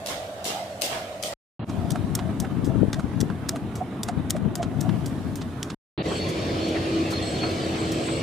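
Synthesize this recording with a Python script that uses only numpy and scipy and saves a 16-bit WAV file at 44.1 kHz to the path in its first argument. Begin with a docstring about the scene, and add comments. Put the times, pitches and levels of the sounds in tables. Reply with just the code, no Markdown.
"""A skipping rope cracks twice a turn on the tiles of a bare, ringing room and whirrs between soft steps.
Hard cut to a city square at night: the rope whips the paving faster, whooshes through the air and shoes
land on grit, over traffic and wind buffeting the left port.
Hard cut to an open lot by day: far rope ticks and shoe scuffs under the roar, hum and whistle of
machinery."""
import sys
import numpy as np
from scipy import signal
from scipy.fft import rfft, irfft, next_fast_len
from scipy.io import wavfile
from scipy.ndimage import uniform_filter1d

SR = 44100
rng = np.random.default_rng(int(sys.argv[2]) if len(sys.argv) > 2 else 0)


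def persist_wave(psi):
    """Save psi, clipped to +-1, as 16-bit WAV."""
    counts = np.round(np.clip(psi, -1, 1) * 32767).astype(np.int16)
    wavfile.write(sys.argv[1], SR, np.atleast_2d(counts).T)


N = 362502
TIME_S = np.arange(N) / SR
FFT_SIZE = next_fast_len(N, real=True)
FREQS_HZ = np.maximum(np.arange(FFT_SIZE // 2 + 1) * SR / FFT_SIZE, 1)
ROOM_SPAN_S, SQUARE_SPAN_S, LOT_SPAN_S = (0, 1.338), (1.594, 5.746), (5.977, 8.3)

# Table levels are relative: the sources add their own gains.
# rope turns indoors: time_s, touch_db, gap_s, crack_db, left_right_db, whirr_top_hz
ROOM_TURNS = [(0.0603, -25.5, 0.0085, -22, 0.5, 635), (0.4427, -20.5, 0.0085, -18, 2.5, 739),
              (0.8118, -25.5, .0068, -15, 3, 679), (1.2256, -24, 0.0079, -22, 2.5, 627)]
# soft landings indoors: time_s, thud_db, tap_db
ROOM_STEPS = [(0.103, -35.5, -31.5), (.503, -38, -31), (0.921, -33.5, -38), (1.329, -41, -36)]
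# room decay: freq_hz, t60_s
ROOM_T60 = [(300,0.19),(1500,0.99),(3000,0.69),(6000,0.46),(14000,0.48)]
# rope turns on the square: time_s, crack_db, roll_db, tilt_db_per_octave
SQUARE_TURNS = [(1.9063, -17, -20, -1), (2.1526, -11.5, -14, 3), (2.4018, -14.5, -19.5, 1.5),
                (2.646, -29, -34, 0.5), (2.931, -18, -22, -6.5), (3.2052, -15, -27, -1),
                (3.493, -10, -20.5, -0.5), (3.7555, -30, -29, 0), (4.0336, -10.5, -17.5, 1.5),
                (4.3068, -3.5, -16, 1.5), (4.5554, -12.5, -17.5, 1), (4.8087, -26, -19.5, 3),
                (5.0607, -18, -23.5, 1.5), (5.3575, -20, -27, 3), (5.6298, -10, -21, -3)]
# an uneven loop brushing the stone around its crack: time_s, level_db
BRUSHES = [(1.9197, -21), (2.944, -25), (3.213, -17.5), (3.4905, -20), (4.302, -18.5)]
# passes of the loop: time_s, level_db, pitch_hz, sigma_s
WHOOSHES = [(1.847, -39, 702, 0.042), (1.959, -28.5, 745, 0.0067), (2.21, -36, 720, 0.01),
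            (2.279, -36, 640, 0.01907), (2.447, -36, 750, 0.012), (2.712, -36, 650, 0.012),
            (2.983, -34, 665, .011), (3.545, -31, 643, .012), (3.817, -25.5, 730, 0.0093),
            (4.098, -27, 698, 0.0072), (4.358, -28.5, 628, 0.0086), (4.606, -24.5, 697, 0.0086),
            (4.863, -31.5, 731, 0.01)]
# shoes on the square: time_s, level_db, grit_offset_db, grit_hz
LANDINGS = [(1.698, -29.5, -14, 5000), (1.9574, -24, -21, 8000), (2.1906, -23, -15.5, 3430),
            (2.447, -25, -30, 9000), (2.9954, -25, -17, 7000), (3.301, -25.5, -29, 4000),
            (3.559, -23, -18, 9000), (4.0861, -18, -14.5, 6500), (4.365, -25, -16, 7500),
            (4.6285, -21, -14, 5200), (4.892, -22, -25, 3000), (5.4157, -26, -11.5, 3700),
            (5.7022, -31.5, -4, 3700)]
# distant rope on the lot: time_s, level_db
FAR_SLAPS = [(6.2891, -45), (6.6837, -50), (7.106, -45), (7.1174, -50), (7.5088, -52), (7.9179, -42)]
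# shoes on the lot: time_s, rub_db, rasp_db, rasp_hz
SCUFFS = [(6.108, -34, -32, 1040), (6.7526, -38, -31, 2040), (7.1187, -31.5, -44, 1400),
          (7.4275, -31, -32, 2500), (7.7423, -39, -33, 2440), (8.079, -33, -36, 2400)]
# wind buffets: time_s, level_db, pitch_hz
BUFFETS = [(1.849, -13.5, 140), (2.046, -13.5, 133), (2.677, -8, 200), (2.757, -12.5, 221),
           (2.832, -2.5, 276), (2.853, -14, 260), (2.884, -10, 167), (3.044, -9, 140), (3.231, -7.5, 215)]
# whistle bursts: start_s, length_s, level_db
WHISTLES = [(6.154, .095, -36), (6.612, 0.072, -40), (7.13, 0.056, -32.5), (7.222, 0.021, -33),
            (7.26, 0.033, -34), (7.342, 0.033, -35), (7.409, .058, -29.5), (7.478, 0.026, -37)]
# whistle glide: time_s, pitch_hz
WHISTLE_PITCH = [(6.2, 4414), (7.05, 4340), (7.16, 4290), (7.28, 4290), (7.45, 4340)]
# high chirrs: start_s, length_s, rasp_db, ring_db
CHIRRS = [(6.08, 0.11, -44.5, -61), (7.22, 0.099, -49, -46.5), (7.315, 0.5, -53, -56),
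          (7.778, 0.27, -47.5, -53), (8.047, 0.037, -41.5, -53), (8.094, 0.11, -45, -44.5)]
# faint squeal: time_s, level_db, pitch_hz
SQUEAL = [(7.42, -90, 4400), (7.46, -45, 4630), (7.56, -51, 5100), (7.65, -42, 4790), (7.7, -90, 4550)]

# level curves: time_s, level_db
SQUARE_WHIRR_LEVEL = [(1.7, -43), (2.05, -46), (2.5, -49.5), (4.2, -49), (4.75, -43), (5.7, -57.5)]
WIND_LEVEL = [(1.6, -48), (1.74, -25.5), (2.5, -25.5), (2.66, -19.5), (2.81, -17.5), (2.95, -30.5),
              (3.13, -29), (3.22, -18.5), (3.36, -33.5), (3.95, -42.5), (4.15, -26.5), (4.33, -31),
              (4.48, -18), (4.56, -30.5), (4.98, -20.5), (5.1, -29), (5.3, -28), (5.6, -44.5)]
TYRE_LEVEL = [(1.7, -53), (2.55, -57), (3.2, -57), (4.6, -61), (4.9, -53), (5.7, -56)]
HUM_LEVEL = [(6.4, -36.5), (6.72, -29.5), (6.85, -33), (6.99, -23.5), (7.07, -30), (7.25, -35),
             (7.64, -34.5), (7.92, -30.5), (8.2, -33.5)]

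# spectra: freq_hz, density_db
TOUCH_SPECTRUM = [(300, -18), (2000, -11.5), (5000, -1), (15000, -14)]
CRACK_SPECTRUM = [(300,-11),(1000,-8),(2200,0),(3500,4.5),(7000,-3),(10000,-3),(15000,-14)]
SLAP_SPECTRUM = [(300,-17.5),(1200,-5.5),(1900,-2.5),(2500,-13.5),(3400,-1),(4200,-4),(5400,1),(8000,0),(11000,-8),(14500,-12.5)]
ECHO_SPECTRUM = [(200,10.5),(600,6.5),(1200,-11.5),(1550,-8),(2400,-2.5),(3700,2),(7200,-1.5),(10000,-7),(15000,-12)]
SHOE_SPECTRUM = [(200,0.5),(600,4.5),(1300,8.5),(2000,-3.5),(3200,-9.5),(6000,-28.5),(14000,-44)]
GRIT_SPECTRUM = [(1500,-7),(3500,3),(5500,1),(8500,2),(14000,-11)]
THUD_SPECTRUM = [(60, -6), (110, 3), (400, 0), (1200, -2), (2400, -7), (5000, -12.5), (14000, -29.5)]
GUST_SPECTRUM = [(20,-11),(50,-11.5),(100,4.5),(170,5),(260,-1.5),(380,-12.5),(550,-34.5),(900,-26.5),(3000,-70)]
TRAFFIC_SPECTRUM = [(25,-15),(50,-8.5),(100,4.5),(170,1),(260,3.5),(380,-5),(550,-13.5),(1200,-18),(2200,-27),(3900,-34.5),(4700,-53),(9000,-48.5),(14500,-61.5)]
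MACHINERY_SPECTRUM = [(25,-53),(45,-12.5),(60,-6.5),(110,2),(360,-1),(690,-6),(900,-20),(1040,-17),(1400,-23.5),(2400,-17.5),(3600,-19.5),(6500,-31),(8700,-36),(15000,-53)]
ROOM_TONE_SPECTRUM = [(30,-14.5),(60,-12.5),(90,2.5),(130,-3),(200,-6),(300,-4.5),(450,-9.5),(1000,-13),(8000,-29),(15000,-37.5)]

# stereo width: freq_hz, side_mid_db
ROOM_WIDTH = [(60,-1.5),(300,-43),(650,1),(1300,0.5),(3000,0)]
SQUARE_WIDTH = [(60,-15.5),(300,-38.5),(700,-8),(4000,-2.5),(15000,2.5)]
LOT_WIDTH = [(110, -18), (700, -7), (1290, 6), (2380, -7.5), (4400, -2), (15000, -0.5)]
# balance between the two ports: freq_hz, left_right_db
ROOM_BALANCE = [(300, -2), (1300, -1.5), (3100, -8.5), (6500, 4), (8300, 9), (11000, 4.5)]
SQUARE_BALANCE = [(100, 1.5), (400, -1), (1300, -5.5), (4400, -1), (15000, 6)]


def tile_cracks():
    """The loop hits the tiles with a thin touch, then a full crack; the room answers."""
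    touches = [(s, db, pan_db) for s, db, _, _, pan_db, _ in ROOM_TURNS]
    cracks = [(s + gap_s, db, pan_db) for s, _, gap_s, db, pan_db, _ in ROOM_TURNS]
    contact, direct = grains(spread_db=8, side_db=-3), 0
    for hits, spectrum in ((touches, TOUCH_SPECTRUM), (cracks, CRACK_SPECTRUM)):
        strikes = 0
        for s, db, pan_db in hits:
            crackle = from_db(db - 6.5) * contact * burst(s + .001, rise_s=.002, t60_s=.03)
            click = from_db(db - 3.5) * snap(s + .001)
            strikes += panned(pan_db) * (click + crackle)
        direct += colour(strikes, shape(spectrum))
    echo = from_db(-14.5) * room_echo(touches + cracks)
    return direct + wall_reflections(direct) + echo


def paving_slaps():
    """The cord cracks onto the stone, rolls out, then drags: less after a hard hit, as it rebounds."""
    out, contact = np.zeros((2, N)), grains(spread_db=3.5, side_db=-11)
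    bounce_lags_s = rng.uniform(.0003, .0009, len(SQUARE_TURNS))
    for (s, db, roll_db, tilt_db_per_octave), lag_s in zip(SQUARE_TURNS, bounce_lags_s):
        near = slice(int(s * SR) - 2048, int(s * SR) + 14336)
        crack = from_db(db) * swell(s, sigma_s=.00063)
        roll = from_db(roll_db) * swell(s + .0024, sigma_s=.0027)
        brush = sum(from_db(brush_db) * swell(brush_s, sigma_s=.0025)
                    for brush_s, brush_db in BRUSHES if abs(brush_s - s) < .05)
        drag = from_db(-31.5 - .1 * (db + 20)) * burst(s + .005, rise_s=.02, t60_s=.15)
        force = np.hypot(crack + roll + brush, drag)
        spectrum = rfft(contact[:, near] * force[near] + from_db(db - 11) * snap(s)[near])
        hz = np.linspace(1, SR / 2, spectrum.shape[1])
        tone_db = at_hz(SLAP_SPECTRUM, hz) + tilt_db_per_octave * np.log2(np.maximum(hz, 2500) / 6000)
        ground_comb = 1 + .12 * np.exp(-2j * np.pi * hz * lag_s)
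        out[:, near] += irfft(spectrum * from_db(tone_db) * ground_comb)
    return from_db(-8) * panned(.5) * out


def far_slaps():
    """The distant rope ticks on the ground of the lot."""
    envelope = sum(from_db(db) * burst(s + .0012, rise_s=.019, t60_s=.11) for s, db in FAR_SLAPS)
    return from_db(6) * envelope * noise(shape(SLAP_SPECTRUM))


def room_whirr(base_hz=615, db_per_octave=13):
    """The loop speeds up after each crack: its whirr, smeared by the walls, gets higher and louder."""
    swings = np.array([swell(s + .11, sigma_s=.07) for s, *_ in ROOM_TURNS])
    top_hz = np.array(ROOM_TURNS)[:, -1]
    pitch_hz = base_hz + (top_hz - base_hz) @ swings
    level_db = -38 + 2 * swings.sum(axis=0) + db_per_octave * np.log2(pitch_hz / base_hz)
    phase = 2 * np.pi * np.cumsum(pitch_hz) / SR
    mid, side = (drift(99) * np.cos(phase) + drift(77) * np.sin(phase) for _ in range(2))
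    return from_db(level_db) * stereo(mid, from_db(-19) * side)


def whooshes():
    """Each pass of the loop sheds a rough tone and a rush of air, over a faint whirr."""
    passes = np.array([from_db(db) * swell(s, sigma_s) for s, db, _, sigma_s in WHOOSHES])
    pitch_hz = np.array(WHOOSHES)[passes.argmax(axis=0), 2]
    air = wide_noise(peak(668, 100), SQUARE_WIDTH)
    rush = from_db(-14) * air + from_db(-17) * wide_noise(peak(940, 380), SQUARE_WIDTH)
    tone = from_db(-1) * wavering_tone(pitch_hz, wander=.035)
    whirr_db, = in_time(SQUARE_WHIRR_LEVEL)
    return passes.sum(axis=0) * (tone + rush) + from_db(whirr_db) * air


def room_steps():
    """A soft landing follows each turn: the sole taps, the thud lingers in the room."""
    thuds = sum(from_db(db) * burst(s + .0075, rise_s=.18, t60_s=.7) for s, db, _ in ROOM_STEPS)
    taps = sum(from_db(db) * burst(s, rise_s=.0021, t60_s=.04) for s, _, db in ROOM_STEPS)
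    return (thuds * wide_noise(shape(THUD_SPECTRUM), ROOM_WIDTH)
            + taps * wide_noise(shape(SHOE_SPECTRUM), ROOM_WIDTH))


def landings():
    """Soles tap the paving and crunch grit, coarse or fine."""
    contact, taps, crunch = grains(spread_db=5, side_db=-13.5), 0, 0
    for s, db, grit_offset_db, grit_hz in LANDINGS:
        sole = contact * burst(s + .001, rise_s=.008, t60_s=.04)
        taps += from_db(db) * (sole + from_db(15.5) * snap(s + .001))
        grit = contact * burst(s + .00123, rise_s=.031, t60_s=.06)
        grit_band = shape(GRIT_SPECTRUM) * peak(grit_hz, .8 * grit_hz)
        crunch += from_db(db + grit_offset_db) * colour(grit, grit_band)
    return from_db(-7) * colour(taps, shape(SHOE_SPECTRUM)) + from_db(-2.5) * crunch


def scuffs():
    """Soles scrape the lot: a dull rub and a pitched rasp of grit."""
    rub = sum(from_db(db) * burst(s + .0097, rise_s=.046, t60_s=.11) for s, db, *_ in SCUFFS)
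    grit = grains(spread_db=4, side_db=-6)
    rasp = sum(from_db(db) * colour(grit * swell(s + .011, sigma_s=.013), peak(hz, .19 * hz))
               for s, _, db, hz in SCUFFS)
    return from_db(-2) * rub * wide_noise(shape(SHOE_SPECTRUM), LOT_WIDTH) + from_db(-6) * rasp


def wall_reflections(x, count=10, loss_db_per_s=114):
    """First reflections off bare walls: weaker the later they come, different on each side."""
    out = np.zeros((2, N))
    for k, delay_s in enumerate(rng.uniform(.008, .06, count)):
        lag, channel = int(delay_s * SR), k % 2
        out[channel, lag:] += from_db(-9 - loss_db_per_s * delay_s) * x[channel, :N - lag]
    return out


def room_echo(hits):
    """The room rings after each hit, in octave bands, longest in the midrange."""
    diffuse, echo = rfft(wide_noise(shape(ECHO_SPECTRUM), ROOM_WIDTH), FFT_SIZE), 0
    for centre_hz in np.geomspace(250, 16000, 7):
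        octave = np.maximum(1 - abs(np.log2(FREQS_HZ / centre_hz)), 0)
        band = irfft(diffuse * octave, FFT_SIZE)[:, :N]
        t60_s = at_hz(ROOM_T60, centre_hz)
        power = sum((from_db(db) * burst(s + .016, rise_s=.05, t60_s=t60_s)) ** 2 for s, db, _ in hits)
        echo += band * np.sqrt(power)
    return echo


def wind(right_db=-23.5):
    """Turbulence on the left port, brighter as it blows harder; a buffet is one swing of pressure."""
    wind_db, = in_time(WIND_LEVEL)
    surges = sum(from_db(db - 16) * swell(s - .002, sigma_s=.011) for s, db, _ in BUFFETS)
    flow = from_db(wind_db + 3.2 * drift(25) - 1.5)
    pressure = np.hypot(flow, surges) * noise(shape(GUST_SPECTRUM))
    small_eddies_db = -28.5 + 1.8 * (wind_db - wind_db.max())
    pressure += from_db(small_eddies_db) * noise(peak(330, 150))
    for s, db, hz in BUFFETS:
        phase = 2 * np.pi * hz * (TIME_S - s)
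        pressure -= from_db(db) * phase * np.exp((1 - phase ** 2) / 2)
    return pressure * from_db([[0], [right_db]])


def machinery():
    """A broad roar and a wavering, swelling hum over two steady drones."""
    hum_db, = in_time(HUM_LEVEL)
    roar = flicker(wide_noise(shape(MACHINERY_SPECTRUM), LOT_WIDTH), depth_db=2.5, above_hz=350)
    hum = from_db(hum_db) * (sine(324.3 + 2.8 * drift(10)) + from_db(-9) * noise(peak(345, 38)))
    drones = from_db(-38) * noise(peak(92.4, 5.8)) + from_db(-47) * noise(peak(432.6, 3.4))
    return from_db(-28) * roar + hum + drones


def whistles():
    """The machinery whistles in short bursts, chirrs higher up and squeals faintly once."""
    bursts = sum(from_db(db) * held(s, length_s) for s, length_s, db in WHISTLES)
    whistle_hz, = in_time(WHISTLE_PITCH)
    tone = wavering_tone(whistle_hz, wander=.009) * (1 + .3 * drift(60))
    hiss = wide_noise(peak(4230, 170), LOT_WIDTH)
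    whistle = (bursts + from_db(-44.5)) * (from_db(-7) * tone + from_db(-23) * hiss)
    rasp = sum(from_db(db) * held(s, length_s) for s, length_s, db, _ in CHIRRS)
    ring = sum(from_db(db) * held(s, length_s) for s, length_s, _, db in CHIRRS)
    chirr = rasp * wide_noise(peak(7830, 570), LOT_WIDTH) + ring * wavering_tone(8050, wander=.00554)
    squeal_db, squeal_hz = in_time(SQUEAL)
    squeal = from_db(squeal_db) * wavering_tone(squeal_hz, wander=.05)
    return whistle + chirr * from_db(2 * drift(27) - 2.5) + squeal


def traffic():
    """City rumble and the hiss of far tyres."""
    tyre_db, = in_time(TYRE_LEVEL)
    rumble = from_db(-32.5 + drift(40)) * wide_noise(shape(TRAFFIC_SPECTRUM), SQUARE_WIDTH)
    tyres = from_db(tyre_db - 2.5) * wide_noise(shape(CRACK_SPECTRUM), SQUARE_WIDTH)
    return flicker(rumble + tyres, depth_db=2.1, above_hz=670)


def room_tone():
    """Quiet air with a faint low hum."""
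    air = from_db(-44.5) * wide_noise(shape(ROOM_TONE_SPECTRUM), ROOM_WIDTH)
    return air + from_db(-52) * noise(peak(196, 3.2))


def flicker(x, depth_db, above_hz):
    """Small patches of the upper spectrum swell and fade at random."""
    hz, _, frames = signal.stft(x, SR, nperseg=1024)
    patches = uniform_filter1d(rng.standard_normal(frames.shape[1:]), size=4, axis=0)
    patches = uniform_filter1d(patches, size=6, axis=1)
    patches_db = depth_db * patches / patches.std() * np.clip(hz / above_hz - 1, 0, 1)[:, None]
    return signal.istft(frames * from_db(patches_db), SR, nperseg=1024)[1][..., :N]


def dull_opening(x, dip_s, depth_db, recover_s, dull_hz):
    """The sound opens dull, dips briefly and swells back at full brightness."""
    dull = signal.sosfilt(signal.butter(16, dull_hz, fs=SR, output="sos"), x)
    bright = x * from_db(depth_db * np.clip(1 - (TIME_S - dip_s) / recover_s, 0, 1))
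    crossfade = np.clip((TIME_S - dip_s) / .0013 + 1, 0, 1)
    return dull + crossfade * (bright - dull)


def cut(x, span_s):
    """Keep one span, with hard edges."""
    return x * np.clip(np.minimum(TIME_S - span_s[0], span_s[1] - TIME_S) / .00047, 0, 1)


def ports(x, balance):
    """Left-right balance that varies with frequency."""
    return irfft(rfft(x, FFT_SIZE) * panned(at_hz(balance, FREQS_HZ)), FFT_SIZE)[:, :N]


def from_db(db):
    """Decibels to gain."""
    return 10 ** (np.asarray(db) / 20)


def at_hz(table, hz):
    """Read a table on a log-frequency axis."""
    table_hz, values = np.transpose(table)
    return np.interp(np.log(hz), np.log(table_hz), values)


def in_time(table):
    """Each column of a curve, per sample."""
    times_s, *columns = np.transpose(table)
    return [np.interp(TIME_S, times_s, column) for column in columns]


def panned(left_right_db):
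    """Left and right gains."""
    return from_db(left_right_db * np.array([[.5], [-.5]]))


def stereo(mid, side):
    """Mid and side to left and right."""
    return mid + side * [[1], [-1]]


def shape(spectrum):
    """Gain per FFT bin."""
    return from_db(at_hz(spectrum, FREQS_HZ))


def peak(hz, half_width_hz):
    """A resonance applied twice, for steep skirts."""
    return 1 / (1 + ((FREQS_HZ - hz) / half_width_hz) ** 2)


def colour(x, gain):
    """Filter that keeps the power of white noise."""
    return irfft(rfft(x, FFT_SIZE) * gain / np.sqrt(np.mean(gain ** 2)), FFT_SIZE)[..., :N]


def noise(gain):
    """Coloured noise, rms 1."""
    return colour(rng.standard_normal(N), gain)


def wide_noise(gain, width):
    """Stereo noise whose side part follows a width table."""
    side = irfft(rfft(rng.standard_normal(FFT_SIZE)) * gain * shape(width), FFT_SIZE)[:N]
    return stereo(noise(gain), side / np.sqrt(np.mean(gain ** 2)))


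def drift(rate_hz):
    """Slow random motion, rms 1."""
    return noise(peak(0, rate_hz))


def grains(spread_db, side_db):
    """Stereo train of uneven micro-impacts, mid rms 1."""
    sizes = from_db(spread_db * np.repeat(rng.standard_normal(N // 16 + 1), 16)[:N].clip(-2, 2))
    mid, side = rng.standard_normal((2, N)) * sizes / np.sqrt(np.mean(sizes ** 2))
    return stereo(mid, from_db(side_db) * side)


def sine(pitch_hz):
    """Sine along a pitch curve, rms 1."""
    return np.sqrt(2) * np.sin(2 * np.pi * np.cumsum(pitch_hz) / SR)


def wavering_tone(pitch_hz, wander):
    """Tone of rushing air; wander is the relative spread of its pitch."""
    return sine(pitch_hz * (1 + wander * drift(90.3)))


def snap(time_s):
    """Unit impulse."""
    out = np.zeros(N)
    out[int(time_s * SR)] = 1
    return out


def burst(peak_s, rise_s, t60_s):
    """Contact envelope: up 60 dB in rise_s, down 60 dB in t60_s."""
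    out = np.zeros(N)
    near = slice(max(int((peak_s - rise_s) * SR), 0), int((peak_s + 1.5 * t60_s) * SR))
    age_s = TIME_S[near] - peak_s
    out[near] = from_db(60 * np.minimum(age_s / rise_s, -age_s / t60_s))
    return out


def swell(peak_s, sigma_s):
    """Gaussian envelope, height 1."""
    out = np.zeros(N)
    near = slice(max(int((peak_s - 6 * sigma_s) * SR), 0), int((peak_s + 6 * sigma_s) * SR))
    out[near] = np.exp(-.5 * ((TIME_S[near] - peak_s) / sigma_s) ** 2)
    return out


def held(start_s, length_s, edge_s=.013):
    """Attack, hold and release, height 1."""
    return np.clip(np.minimum(TIME_S - start_s, start_s + length_s - TIME_S) / edge_s + .5, 0, 1)


def scene():
    """Room, square and lot in turn, with short silences between."""
    whirr = room_whirr()
    room = flicker(tile_cracks() + room_steps() + room_tone(), depth_db=2.5, above_hz=320)
    room = ports(room + whirr, ROOM_BALANCE)
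    square = paving_slaps() + ports(landings() + whooshes() + traffic(), SQUARE_BALANCE) + wind()
    square = dull_opening(square, dip_s=1.647, depth_db=-19, recover_s=.045, dull_hz=4440)
    lot = far_slaps() + scuffs() + machinery() + whistles()
    lot = dull_opening(lot, dip_s=6.025, depth_db=-14, recover_s=.035, dull_hz=4450)
    return cut(room, ROOM_SPAN_S) + cut(square, SQUARE_SPAN_S) + cut(lot, LOT_SPAN_S)


def record(dry):
    """Roll off the deepest rumble; cut the top steeply."""
    low_cut_hz, high_cut_hz = 28, 15400
    lean = signal.sosfilt(signal.butter(2, low_cut_hz, "high", fs=SR, output="sos"), dry)
    return signal.sosfilt(signal.ellip(10, .2, 80, high_cut_hz, fs=SR, output="sos"), lean)


dry = scene()
out = record(dry)
persist_wave(out)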